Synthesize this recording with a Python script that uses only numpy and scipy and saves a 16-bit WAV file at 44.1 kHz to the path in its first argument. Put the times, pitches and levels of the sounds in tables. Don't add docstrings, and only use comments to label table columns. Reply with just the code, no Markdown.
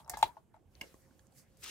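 import sys
import numpy as np
from scipy import signal
from scipy.io import wavfile

SR = 44100
rng = np.random.default_rng(int(sys.argv[2]) if len(sys.argv) > 2 else 0)


def master(y):
    cut = np.clip(np.atleast_2d(y).T, -1, 1)
    pcm = np.round(cut * 32767)
    wavfile.write(sys.argv[1], SR, pcm.astype(np.int16))


def ratio_of_db(decibels):
    return 10 ** (np.asarray(decibels, float) / 20)


N = 74970
LAG_STRIP, LAG_HAND = 4, 2

# f/Hz, level/dB
CLOTH_SPECTRUM = [(880, -46.5), (1500, -16), (1850, -10), (3060, -15.5), (4330, -5.5), (8320, 0),
                  (16000, -7.5)]


def at_hz(points, hz):
    point_hz, point_db = np.transpose(points)
    return np.interp(np.log(hz), np.log(point_hz), point_db)


def level(rows):
    s, db = np.transpose(rows)
    return ratio_of_db(np.interp(np.arange(N) / SR, s, db))


def pan(db):
    return ratio_of_db(np.array([[db / 2], [-db / 2]]))


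def later(x, count):
    return np.stack([x[0], np.roll(x[1], count)])


def highpass(x, hz):
    return signal.sosfilt(signal.butter(6, hz, "high", fs=SR, output="sos"), x)


def drift(rate_hz):
    slow = np.interp(np.arange(N) * rate_hz / SR, np.arange(400), rng.standard_normal(400))
    return slow / slow.std()


def ring(x, hz, t60):
    radius = ratio_of_db(-60 / (t60 * SR))
    w = 2 * np.pi * hz / SR
    return signal.lfilter([0, np.sin(w)], [1, -2 * radius * np.cos(w), radius * radius], x + 1e-18)


def dying(s, db, t60, attack_s=0.00036):
    t = np.maximum(np.arange(N) / SR - s, 0)
    return ratio_of_db(db - 60 * t / t60) * (1 - np.exp(-t / attack_s))


def noise(spectrum, alike, patchy_db, grain_db=0.):
    out = 0
    edges_hz = 25 * 2 ** np.arange(0, 9.6, .5)
    grain = np.minimum(rng.exponential(1, N), 5)
    white = rng.standard_normal((2, 2, N)) * ratio_of_db(grain_db * grain)
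    for k, (low, high) in enumerate(zip(edges_hz, edges_hz[1:])):
        band = signal.butter(2, [low, high], "band", fs=SR, output="sos")
        mid, side = signal.sosfilt(band, white[k % 2])
        gain = ratio_of_db(at_hz(spectrum, np.sqrt(low * high)) + patchy_db * drift(25))
        out = out + gain * (np.sqrt(1 + alike) * mid + np.sqrt(1 - alike) * side * [[1], [-1]])
    return out / np.sqrt(np.mean(out ** 2))


def contact(s, db, length_s, jitter):
    out = np.zeros(N)
    for share, loss_db, j in zip((0, .5, 1), (-10, -1.5, -11), jitter):
        out[int((s + share * length_s) * SR)] += ratio_of_db(db + loss_db + 2.5 * j)
    return out


def strip():
    # t/s, peak level/dB, brightness/dB, contact length/s
    knocks = [(0.032, -55, -6.5, 0.0019), (0.044, -56.5, -12, 0.0015), (0.061, -53, -4, 0.0022),
              (.078, -45, -13, 0.0018), (.083, -44.5, -16, 0.0025), (0.097, -37, -10, 0.0025),
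              (0.135, -32.5, -13, 0.0049), (0.17, -32, -7.5, 0.0022), (.213, -47, -9, 0.0022),
              (0.2269, -11, 0.5, 0.0023), (.260, -48, 8, 0.0041), (0.289, -58, -7, .004),
              (0.3677, -38.5, -20.5, .0022), (0.541, -50.5, -15.5, 0.0043), (0.564, -53, -12, 0.0027)]
    # f/Hz, level/dB, t60/s, left-right/dB
    modes = [(618, -14, .03, -9.5), (720.7, -17, 0.032, -2), (860, -12, 0.031, 5), (885, -6.5, 0.034, 4),
             (971, -29, 0.16, 3.5), (1126, -8.5, 0.018, 0), (1275, -18.5, 0.019, 7.5),
             (1750, -36.5, 0.023, -3.5), (2083, -21.5, 0.024, -5.5), (2716, -20.5, 0.028, -6.5),
             (3380, -17.5, 0.024, 8), (3910, -19, .022, 19), (4390, -25, 0.016, -0.5)]
    # t/s, level/dB
    drag = [
        (0, -46.5),
        (.03, -61),
        (.1, -45),
        (.2, -42),
        (.3, -59),
        (.4, -60),
        (.47, -87),
    ]
    slips_per_s, drag_db, drag_dull_db = 700, -14, -7
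    grit_db, grit_lengths = -6, 1.8
    bright_hz, soft_hz, cut_hz = 1400, 1350, 600
    out = 0
    jitter = rng.standard_normal((len(knocks), len(modes), 3))
    slip_now = rng.random(N) < slips_per_s / SR
    slips = slip_now * rng.standard_normal(N) * level(drag) * ratio_of_db(drag_db)
    grit = sum(dying(s, db + bright_db + grit_db, grit_lengths * length_s)
               for s, db, bright_db, length_s in knocks)
    soft = signal.butter(2, soft_hz, fs=SR, output="sos")
    for k, (hz, db, t60, pan_db) in enumerate(modes):
        if hz > bright_hz:
            hits = grit * rng.standard_normal(N) + slips * ratio_of_db(drag_dull_db)
        else:
            blows = sum(contact(s, knock_db, length_s, j[k])
                        for (s, knock_db, _, length_s), j in zip(knocks, jitter))
            hits = signal.sosfilt(soft, slips * ratio_of_db(-.5 * db) + blows)
        out = out + pan(pan_db) * ratio_of_db(db) * ring(hits, hz, t60)
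    return later(highpass(out, cut_hz), count=LAG_STRIP)


def bright_snaps():
    # t/s, peak level/dB, t60/s, left-right/dB
    snaps = [(0.077, -54, .03, 0.5), (0.0962, -23, .012, -7.5), (.099, -35.5, 0.045, 7.5),
             (0.113, -51.5, 0.17, -1), (0.1716, -39, 0.033, -3.5), (0.180, -52, .2, 0),
             (0.189, -53, .03, -0.5), (.211, -50, 0.03, 0), (.2272, -31, .035, -5.5),
             (.240, -54.5, .15, 0.5), (1.6357, -42, .03, 3), (1.6412, -36, .015, 2),
             (1.570, -61, .05, -1.5), (1.6618, -36.5, .01, -2)]
    # f/Hz, level/dB
    brass = [(1500, -40), (3400, -32), (4300, -4), (6000, -8.5), (7600, -5), (10000, -15), (13500, -0.5),
             (16000, -17)]
    bursts = sum(pan(pan_db) * dying(s, db - 4.5, t60, 0.00031) for s, db, t60, pan_db in snaps)
    return noise(brass, alike=.3, patchy_db=1.0, grain_db=2.0) * bursts


def clear_notes():
    # t/s, peak level/dB, f/Hz, t60/s, left-right/dB
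    tones = [(.033, -64, 920, 0.02, 5), (.079, -51, 1026, 0.048, -2), (.096, -45.5, 1804, 0.046, -5),
             (.096, -45.5, 2070, .03, 3), (.137, -42.5, 1650, .045, 6), (.137, -45.5, 2090, .045, 5),
             (.137, -55, 2570, .03, 5), (.170, -52, 784.5, .04, -4), (.173, -48.5, 1707, .07, -1),
             (.188, -43.5, 914, 0.056, 0), (.227, -35, 1855, 0.026, -5), (.2272, -20.5, 3380, .02, -3),
             (.231, -33, 3780, .025, -3), (.229, -34, 4200, 0.028, 3), (.228, -43, 5230, .02, 4),
             (.229, -34.5, 2390, .04, -4), (.367, -50, 658, 0.09, -0.5), (.369, -49, 1090, 0.051, 0.5),
             (.371, -63, 1440, .08, 0), (.541, -59, 648, .1, 2), (.569, -60, 750, .05, 0),
             (.8116, -27, 2170, .022, -2), (.8116, -30, 2830, .02, -3), (.812, -42, 3310, .015, -2),
             (.814, -42, 1670, .025, 0), (.820, -49, 980, .03, 0)]
    out, t = 0, np.arange(N) / SR
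    for s, db, hz, t60, pan_db in tones:
        out = out + pan(pan_db) * dying(s, db, t60, attack_s=.0015) * np.sin(2 * np.pi * hz * (t - s))
    return later(out, count=LAG_STRIP)


def squeals():
    # start t/s, length/s, level/dB, first f/Hz, last f/Hz
    glides = [
        (.100, .036, -50, 725, 715),
        (0.256, .02, -50, 880, 933),
        (0.281, 0.033, -50, 929, 968),
    ]
    out, t = 0, np.arange(N) / SR
    for s, length_s, db, first_hz, last_hz in glides:
        u = np.clip((t - s) / length_s, 0, 1)
        swell = np.sqrt(np.abs(np.sin(np.pi * u))) * (u < 1)
        cycles = length_s * u * (first_hz + (last_hz - first_hz) * u / 2)
        out = out + pan(3.0) * ratio_of_db(db) * swell * np.sin(2 * np.pi * cycles)
    return later(out, count=LAG_STRIP)


def tails():
    # t/s, level/dB, t60/s, attack/s
    scrapes = [
        (.09, -54.5, 0.59, 0.0085),
        (0.139, -40, 0.049, 0.0017),
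        (.228, -41, 0.17, .003),
        (.255, -79, 0.1, .005),
        (.367, -66, 0.096, 0.0019),
        (0.535, -65, 0.21, 0.0078),
        (0.698, -65, 2.0, .06),
        (1.345, -67, 0.37, 0.021),
        (0, -58.5, 0.093, 0.0012),
        (0.809, -53.5, 0.22, 0.0029),
    ]
    # f/Hz, level/dB
    plastic = [(500, -3), (1200, -6.5), (2500, -8.5), (5000, -18.5), (9000, -29), (16000, -31.5)]
    return noise(plastic, alike=.3, patchy_db=5.0, grain_db=1.5) * sum(dying(*row) for row in scrapes)


def click():
    # f/Hz, level/dB, t60/s
    joint = [(980, -26, 0.028), (1600, -20, 0.03), (2120, -20, 0.017), (2420, -12, 0.015),
             (2770, -4.5, 0.016), (4890, -5, 0.0043)]
    click_s, length_s, pan_db = .8115, 0.0039, 0
    rattle = dying(click_s, -29.5 - 12.5, 3.64 * length_s, attack_s=0.00083)
    grit = rng.standard_normal((len(joint), N)) * rattle
    body = sum(ratio_of_db(db) * ring(g, hz, t60) for (hz, db, t60), g in zip(joint, grit))
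    hiss = noise(CLOTH_SPECTRUM, alike=0.716, patchy_db=0.5) * dying(click_s, -37, .03, attack_s=0.002327)
    return later(pan(pan_db) * (highpass(body, 760) + hiss), count=LAG_HAND)


def ticks():
    # t/s, peak level/dB, f/Hz, left-right/dB
    taps = [(.047, -48.5, 5500, 0), (0.0973, -38, 7600, -7), (0.563, -62, 7270, 8),
            (0.7524, -48, 4330, 7.5), (0.7529, -56.5, 5900, 23), (.942, -57, 1107, 3.5),
            (.942, -60, 1898, 5), (1.194, -58.5, 1700, -2.5), (1.195, -57.5, 4386, -3),
            (1.325, -68, 799, -4), (1.590, -62, 8500, 0), (1.325, -64, 4500, -8), (1.269, -57, 13000, -11),
            (.942, -51, 6310, 7.5), (1.020, -55, 7300, -2.5), (1.062, -64.5, 1808, 5.5),
            (1.109, -63, 1503, -6), (1.193, -58.5, 3400, -3), (1.193, -53, 6600, -11),
            (1.269, -53, 7000, -11), (1.269, -56, 8200, -10.5), (1.323, -58, 8070, -20),
            (1.641, -44, 3800, -3), (1.636, -46, 5500, 0), (1.675, -47, 2600, 4), (1.691, -47, 2650, 4),
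            (1.6404, -42.5, 2704, 12.5), (1.6616, -37.5, 3530, 2), (1.662, -48, 1255, 10.5)]
    t60_cycles, t = 12.0, np.arange(N) / SR
    out, grit = 0, rng.standard_normal((2, N))
    grit = 0.74 * grit[0] + 0.3 * grit
    for s, db, hz, pan_db in taps:
        tap = grit * dying(s, db - 10.5, .004, 0.00033)
        tone = dying(s, db + 2.0, 2.23 * t60_cycles / hz) * np.sin(2 * np.pi * hz * t)
        out = out + pan(pan_db) * (0.47 * ring(tap, hz, t60_cycles / hz) + 0.5 * tap + tone)
    return later(out, count=LAG_HAND)


def bumps():
    # t/s, peak level/dB, f/Hz
    thuds = [(.14, -55, 70.76), (.245, -49, 110), (0.48, -63, 132.2), (.8155, -45, 278),
             (.9425, -48.5, 360), (1.110, -56.5, 223), (1.5, -59.5, 89), (1.2, -58, 102),
             (0.18, -55.5, 180), (.105, -54, 200)]
    t60_cycles, out = 3.5, 0
    for s, db, hz in thuds:
        push = contact(s, db - 2.5, 0.19 / hz, (0, 0, 0))
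        flesh = ring(push, hz, 1 / hz) * 30.0 * hz / SR
        out = out + ring(flesh, hz, t60_cycles / hz) * pan(-2.495)
    return later(out, count=LAG_HAND)


def cloth():
    # t/s, level/dB
    rustle = [(0, -67.5), (.06, -83), (.3, -74.5), (.45, -89), (.65, -90), (.78, -74.5), (.85, -69.5),
              (1.02, -73), (1.08, -79.5), (1.2, -76), (1.3, -83), (1.35, -72), (1.385, -59.5), (1.42, -68),
              (1.46, -83), (1.57, -80), (1.62, -62), (1.7, -72.5)]
    return level(rustle) * pan(-2.2) * noise(CLOTH_SPECTRUM, alike=.3, patchy_db=1.3)


def foot():
    # t/s, level/dB
    scuff = [
        (0, -120),
        (1.55, -81),
        (1.615, -71),
        (1.635, -47.5),
        (1.645, -46.5),
        (1.655, -49),
        (1.7, -45.5),
    ]
    # f/Hz, level/dB
    sole = [(180, -41), (300, -5), (689, -20.5), (1210, -9), (1970, -6), (2570, -4.5), (3460, -5),
            (7200, -7.5), (16000, -20)]
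    grind = noise(sole, alike=.6, patchy_db=1.5, grain_db=2.5)
    return later(level(scuff) * pan(2.4) * grind, count=LAG_HAND)


def echoes(x):
    echo_db, echo_t60_s = -15, 0.12
    t = np.arange(SR // 3) / SR
    reply = rng.standard_normal((2, len(t))) * ratio_of_db(-60 * t / echo_t60_s) * (t > .003)
    reply = signal.lfilter([.4], [1, -.6], reply)
    reply = reply / np.sqrt(np.sum(reply[0] ** 2))
    return ratio_of_db(echo_db) * signal.fftconvolve(x, reply, axes=1)[:, :N]


def room():
    # t/s, level/dB
    rumble = [(0, -71), (.14, -52.5), (.3, -67), (.55, -77.5), (.68, -59.5), (.95, -63.5), (1.1, -70),
              (1.55, -75.5), (1.66, -61)]
    # f/Hz, level/dB
    air = [(15, -39), (25, -9), (117, 2.5), (394, -9), (531, -10.5), (796, -16.5), (3430, -36),
           (14800, -46.5), (16000, -42)]
    hum_start_s, hum_db = 0.89, -75.5
    hum = ring(rng.standard_normal(N), 530, 0.73)
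    drone = ring(rng.standard_normal(N), 72, 0.08)
    hum_gain = level([(hum_start_s - .05, -100), (hum_start_s, hum_db), (1.7, hum_db - 9.0)])
    hum = hum / hum.std() * hum_gain
    drone = level(rumble) * ratio_of_db(-5) * highpass(drone / drone.std(), 45)
    steady = ratio_of_db(-68.5) * noise(air, alike=0.61, patchy_db=3.0)
    return pan(-3.7) * (steady + drone) + hum


def scene():
    case = strip()
    near = bright_snaps() + clear_notes() + squeals() + tails() + click() + ticks() + bumps()
    return case + near + echoes(near + ratio_of_db(-6) * case) + cloth() + foot() + room()


def band_limit(x):
    return signal.sosfilt(signal.butter(12, 16360, fs=SR, output="sos"), x)


def record(dry):
    top_cut = signal.cheby2(10, 22, 16000, fs=SR, output="sos")
    mix = signal.sosfilt(top_cut, highpass(dry, 34))
    return band_limit(mix)


dry = scene()
out = record(dry)
master(out)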